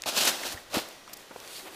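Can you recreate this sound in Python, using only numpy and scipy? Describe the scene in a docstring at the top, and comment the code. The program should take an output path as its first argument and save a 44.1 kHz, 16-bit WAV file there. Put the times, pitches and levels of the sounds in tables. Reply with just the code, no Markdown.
"""Horse pawing dry leaves

Heard from the saddle: twigs snap, the hoof drags through the litter, then stamps with a crunch and thud.
Dense clicks make the leaves and soil, ringing bursts the wood, damped low tones the blows on the ground.
A few soft knocks and a light rustle follow, and the brush scatters the close sounds into a faint tail.
Behind it all lies quiet outdoor air, with one thin, distant bird whistle."""
import sys
import numpy as np
from scipy import signal
from scipy.fft import rfft, irfft, next_fast_len
from scipy.io import wavfile
from scipy.ndimage import uniform_filter1d

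SR = 44100
rng = np.random.default_rng(int(sys.argv[2]) if len(sys.argv) > 2 else 0)


def put_to_file(sound):
    """Save the sound as 16-bit audio at rate SR, in the file named by the first command-line argument."""
    columns = np.atleast_2d(sound).T  # one column per channel
    safe = np.clip(columns, -1, 1)
    whole_steps = np.round(safe * 32767)
    wavfile.write(sys.argv[1], SR, whole_steps.astype(np.int16))


N = 77175
TIME = np.arange(N) / SR

# Level rides for the horse's three moves: time_s, leaf_db, ground_db
HOOF_DRAG = [(.0575, -55, -56), (.0595, -35, -35), (.092, -27, -33.5), (.106, -36, -44), (.128, -39, -40),
             (.16, -32, -37), (.178, -21.5, -29), (.2, -27.5, -37.5), (.214, -23.5, -31),
             (.246, -27.5, -34), (.254, -25, -30), (.267, -26.5, -37), (.275, -22.5, -28),
             (.297, -24, -30.5), (.311, -32.5, -37), (.382, -40, -43.5), (.44, -38.5, -40.5),
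             (.472, -33, -36.5), (.494, -38.5, -47), (.53, -37.5, -42.5), (.545, -47.5, -43),
             (.64, -57, -59)]
HOOF_STAMP = [(.70, -53, -55), (.726, -45, -46), (.739, -38, -30), (.742, -30.5, -30), (.76, -30.5, -28),
              (.768, -32, -32), (.783, -32, -28.5), (.81, -40, -42.5), (.85, -48, -47), (.93, -52.5, -53.5),
              (1.02, -66, -63)]
WEIGHT_SHIFT = [(1.078, -76, -73), (1.095, -79, -47.5), (1.15, -69, -63.5), (1.2, -53.5, -55.5),
                (1.29, -72, -64), (1.37, -54.5, -54.5), (1.43, -54, -49), (1.52, -46, -52),
                (1.565, -42, -56), (1.6, -45, -46.5), (1.635, -51, -64), (1.657, -53, -46),
                (1.68, -68, -42), (1.705, -56, -53.5), (1.75, -50, -50)]
# EQ curves for each move's leaves and ground, the stalks and the air: frequency_hz, relative_db
DRAG_LEAF_EQ = [(900, -24), (1600, -6.5), (1950, -14), (2250, -8.5), (2550, -2), (4300, -2), (6500, -6),
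                (9000, -10), (12000, -13), (15000, -15.5)]
DRAG_GROUND_EQ = [(30, -22), (110, -27.5), (170, -10), (230, -3), (330, -1), (450, -4), (580, 2),
                  (800, -0.5), (1050, -3), (1550, -3.5), (1900, -13), (4000, -20)]
STAMP_LEAF_EQ = [(900, -26), (1800, -9), (2700, -1), (4300, 0), (6500, -5.5), (9000, -9), (12000, -10),
                 (15000, -12)]
STAMP_GROUND_EQ = [(30, -22), (100, -19.5), (250, -5), (600, 1.5), (1000, -3.5), (1500, -6.5), (2200, -9),
                   (4000, -16), (8000, -46)]
SHIFT_LEAF_EQ = [(900, -20), (2000, -7.5), (3000, -3), (4400, -0.5), (5700, -6), (9000, -5.5),
                 (12500, -7.5), (15000, -12)]
SHIFT_GROUND_EQ = [(30, -22), (150, -25), (250, -6), (350, 0), (500, 1.5), (750, 0), (1100, -1), (2000, -6),
                   (3200, -6), (5000, -17)]
STALK_EQ = [(2000, -5), (3500, -5.5), (5000, 1), (9000, -3), (11800, 0.5), (13000, -1), (15000, -4)]
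AIR_EQ = [(25, -3.5), (60, -15), (140, -3), (300, -0.5), (560, 1.5), (900, -1.5), (1500, -2.5),
          (2000, -3.5), (3500, -4.5), (5500, -8.5), (8000, -12.5), (15000, -20.5)]
# Dull colour of the brush's tail: frequency_hz, relative_db
BRUSH_EQ = [(100, -15.5), (500, 1.5), (2000, -8.5), (5000, -4), (14000, -6.5)]
# Blows of hoof on ground: start_s, level_db, pitch_hz, t60_s, relative_grit_db
HOOF_THUDS = [(0.058, -50.5, 80, 0.11, 2.5), (0.544, -34, 76, 0.044, -12), (.758, -33, 160, 0.025, -11),
              (0.7696, -14, 270, 0.017, -16), (1.308, -44, 536, 0.054, 3.5),
              (1.3599, -29.5, 518, 0.018, -5)]
# Twigs snapping: start_s, level_db, centre_hz, width_hz, t60_s
TWIG_SNAPS = [(0.0209, -18.5, 6100, 6200, 0.0017), (0.2527, -18.5, 9000, 9000, 0.021),
              (.2765, -13, 7000, 10000, 0.0035), (.523, -36, 8000, 10000, 0.064),
              (.7403, -27, 2500, 4960, 0.0023), (.887, -37.5, 9100, 9000, 0.0069),
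              (1.402, -35, 4430, 5000, 0.0054), (1.449, -37.5, 4500, 5000, 0.0043),
              (1.4762, -38, 4500, 4000, 0.01), (0.0367, -25, 2780, 1500, 0.0058)]
# Sticks knocking together: start_s, level_db, pitch_hz
STICK_KNOCKS = [(.0375, -38, 2210), (0.4339, -27.5, 1910), (0.5752, -35.5, 1890), (1.0775, -40, 1160),
                (1.597, -44.5, 2000)]
# Dry stalks brushing past: start_s, level_db, length_s
STALK_SWISHES = [(1.13, -39, 0.013), (1.168, -45, 0.0094)]
# Level rides for the supporting textures: time_s, level_db
STEM_SPLINTER = [(.19, -73), (.25, -42), (.285, -32.5), (.32, -43), (.38, -51), (.45, -50), (.52, -51),
                 (.6, -60)]  # stems splinter as the hoof digs deeper
HOLLOW_RUB = [(1.55, -73), (1.595, -52), (1.63, -53), (1.66, -50), (1.7, -59.5), (1.75, -53.5)]  # a low rub near the end
GRASS_SLIDE = [(1.48, -68), (1.53, -55), (1.565, -47), (1.6, -56), (1.63, -73)]  # dry grass slides past
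WEIGHT_RUMBLE = [(.05, -73), (.33, -66), (.43, -74), (.5, -54), (.58, -71), (.78, -60), (.86, -73)]  # low end of the horse's moving weight
# The far bird's whistle: time_s, pitch_hz, level_db
BIRD_WHISTLE = [(.975, 5800, -71), (.99, 5600, -63), (1.03, 5750, -66), (1.06, 6050, -71),
                (1.09, 5580, -59), (1.11, 5450, -67)]

GRAINS_PER_S, GRAIN_SPREAD_DB = 2600, 3.0
FRACTURES_PER_S, FRACTURE_SPREAD_DB, FRACTURE_SHARE = 2800, 1.5, 0.48
THUD_ATTACK_S, THUD_LOW_CUT_HZ, GRIT_WIDTH_RATIO = 0.0019, 59.5, 1.47
STICK_T60_S, STICK_WIDTH_RATIO, STICK_CLICK_DB = 0.02, 0.22, -5.5
BRUSH_DB, BRUSH_T60_S, BRUSH_DELAY_S = -19, 0.58, 0.013
AIR_DB, WHINE_DB, WHINE_HZ = -51.5, -67, 1934
HIGH_CUT_HZ = 15100


def litter(move, leaf_eq, ground_eq):
    """One move of the hoof: bright leaves crackle over the duller scrape of soil and stems."""
    leaves = undb(curve(move, column=1)) * colour(crackle(), leaf_eq)
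    ground = undb(curve(move, column=2)) * colour(crackle(), ground_eq)
    return gate(move) * (leaves + ground)


def crackle():
    """Leaf fragments tick, each in its own band, among sharp broadband fractures."""
    edges_hz = np.geomspace(100, 17000, 13)
    ticks = np.zeros(N)
    for low, high in zip(edges_hz, edges_hz[1:]):
        ticks += band(clicks(GRAINS_PER_S, GRAIN_SPREAD_DB), np.sqrt(low * high), high - low, order=2)
    fractures = clicks(FRACTURES_PER_S, FRACTURE_SPREAD_DB)
    return np.sqrt(1 - FRACTURE_SHARE) * unit(ticks) + np.sqrt(FRACTURE_SHARE) * fractures


def thuds():
    """The ground gives under each blow: a quickly damped tone, roughened with grit."""
    out = np.zeros(N)
    for start, db, hz, t60, grit_db in HOOF_THUDS:
        age = np.maximum(TIME - start, 0)
        body = np.sin(2 * np.pi * hz * age)
        grit = unit(band(rng.standard_normal(N), hz, hz * GRIT_WIDTH_RATIO, order=2))
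        envelope = 2 * (1 - np.exp(-age / THUD_ATTACK_S)) * decay(start, t60)
        out += undb(db) * envelope * (body + undb(grit_db) * grit)
    return signal.sosfilt(signal.butter(1, THUD_LOW_CUT_HZ, "high", fs=SR, output="sos"), out)


def twigs():
    """Each snap is a short burst of breaking fibres in the twig's resonance."""
    out = np.zeros(N)
    for start, db, hz, width, t60 in TWIG_SNAPS:
        fibres = rng.choice([-1., 1.], N) * decay(start, t60)
        makeup_gain = 1 / np.sqrt(2 * width / SR)
        out += undb(db) * makeup_gain * band(fibres, hz, width)
    return out


def sticks():
    """Dry wood gives a short, rough note with a click of contact."""
    out = np.zeros(N)
    for start, db, hz in STICK_KNOCKS:
        contact = rng.choice([-1., 1.], N)
        note = unit(band(contact, hz, hz * STICK_WIDTH_RATIO, order=2)) * decay(start, STICK_T60_S)
        click = unit(band(contact, hz, hz * 2)) * decay(start, STICK_T60_S / 2)
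        out += undb(db) * (note + undb(STICK_CLICK_DB) * click)
    return out


def friction(move, centre_hz, width_hz):
    """Dense catches and slips ring one broad resonance."""
    scrape = unit(band(clicks(GRAINS_PER_S, GRAIN_SPREAD_DB), centre_hz, width_hz, order=2))
    return gate(move) * undb(curve(move, column=1)) * scrape


def stalks():
    """Dry stalks brush past in brief, rounded swells of bright crackle."""
    envelope = np.zeros(N)
    for onset, db, length in STALK_SWISHES:
        position = 2 * (TIME - onset) / length - 1
        envelope += undb(db) * np.sqrt(np.maximum(1 - position ** 2, 0))
    return envelope * colour(crackle(), STALK_EQ)


def rumble():
    """The horse shifts its weight: deep, soft noise under the drag and the stamp."""
    low_end = unit(band(rng.standard_normal(N), centre_hz=50, width_hz=75, order=2))
    return undb(curve(WEIGHT_RUMBLE, column=1)) * low_end


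def brush(x):
    """Trunks and undergrowth scatter a faint, duller tail."""
    tail = colour(rng.standard_normal(N), BRUSH_EQ) * decay(BRUSH_DELAY_S, BRUSH_T60_S)
    return undb(BRUSH_DB) * signal.fftconvolve(x, unit(tail) / np.sqrt(2 * N))[:N]


def bird():
    """One thin, far whistle: a gliding sine with a fast flutter in pitch."""
    hz = curve(BIRD_WHISTLE, column=1) * (1 + 0.0073 * waver(rate_hz=170))
    return gate(BIRD_WHISTLE) * undb(curve(BIRD_WHISTLE, column=2)) * tone(hz)


def air():
    """A quiet, even bed of outdoor noise with a faint, thin whine."""
    whine = tone(WHINE_HZ * (1 + 0.00177 * waver(rate_hz=35)))
    return undb(AIR_DB) * colour(rng.standard_normal(N), AIR_EQ) + undb(WHINE_DB) * whine


def undb(db):
    """Decibels to gain."""
    return 10 ** (np.asarray(db) / 20)


def unit(x):
    """Scale to rms 1."""
    return x / np.sqrt(np.mean(x ** 2) + 1e-18)


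def curve(table, column):
    """One column of a table, joined by straight lines in time."""
    rows = np.array(table)
    return np.interp(TIME, rows[:, 0], rows[:, column])


def gate(table):
    """Open from a table's first time to its last."""
    return (TIME >= table[0][0]) & (TIME <= table[-1][0])


def decay(start, t60):
    """Hard attack, then a fall of 60 dB every t60 seconds."""
    return (TIME >= start) * np.exp(-np.log(1000) * np.maximum(TIME - start, 0) / t60)


def colour(x, eq):
    """Minimum-phase EQ, so clicks have no pre-ring; rms 1."""
    hz, db = np.array(eq).T
    size = next_fast_len(2 * N)
    bins_hz = np.maximum(np.fft.rfftfreq(size, 1 / SR), 1)
    gain = undb(np.interp(np.log(bins_hz), np.log(hz), db))
    cepstrum = irfft(np.log(gain), size)
    cepstrum[1:size // 2] *= 2
    cepstrum[size // 2 + 1:] = 0
    return unit(irfft(rfft(x, size) * np.exp(rfft(cepstrum)), size)[:N])


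def band(x, centre_hz, width_hz, order=1):
    """Band-pass around a geometric centre."""
    low = np.hypot(centre_hz, width_hz / 2) - width_hz / 2
    high = min(low + width_hz, SR * .48)
    return signal.sosfilt(signal.butter(order, [low, high], "band", fs=SR, output="sos"), x)


def clicks(per_s, spread_db):
    """Random clicks, mostly small and a few large; rms 1."""
    hits = rng.random(N) < per_s / SR
    size = np.minimum(rng.exponential(size=N), 4.5)
    sign = rng.choice([-1, 1], N)
    return unit(hits * sign * undb(spread_db * size))


def tone(hz):
    """A sine that follows a pitch curve; rms 1."""
    return np.sqrt(2) * np.sin(2 * np.pi * np.cumsum(hz) / SR)


def waver(rate_hz):
    """Smooth random modulation; rms 1."""
    size = int(SR / rate_hz)
    return unit(uniform_filter1d(uniform_filter1d(rng.standard_normal(N), size), size))


def scene():
    """Mono mix: the close foley feeds the brush; rumble, bird and air stay dry."""
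    drag = litter(HOOF_DRAG, DRAG_LEAF_EQ, DRAG_GROUND_EQ)
    stamp = litter(HOOF_STAMP, STAMP_LEAF_EQ, STAMP_GROUND_EQ)
    shift = litter(WEIGHT_SHIFT, SHIFT_LEAF_EQ, SHIFT_GROUND_EQ)
    stems = friction(STEM_SPLINTER, centre_hz=1890, width_hz=500)
    rub = friction(HOLLOW_RUB, centre_hz=349, width_hz=87)
    grass = friction(GRASS_SLIDE, centre_hz=4370, width_hz=900)
    close = drag + stamp + shift + stems + rub + grass + twigs() + sticks() + stalks() + thuds()
    return (close + brush(close) + rumble() + bird() + air())[None]


def record(dry):
    """A steep high cut trims the very top of the mix."""
    return signal.sosfilt(signal.ellip(10, .2, 80, HIGH_CUT_HZ, fs=SR, output="sos"), dry)


dry = scene()
out = record(dry)
put_to_file(out)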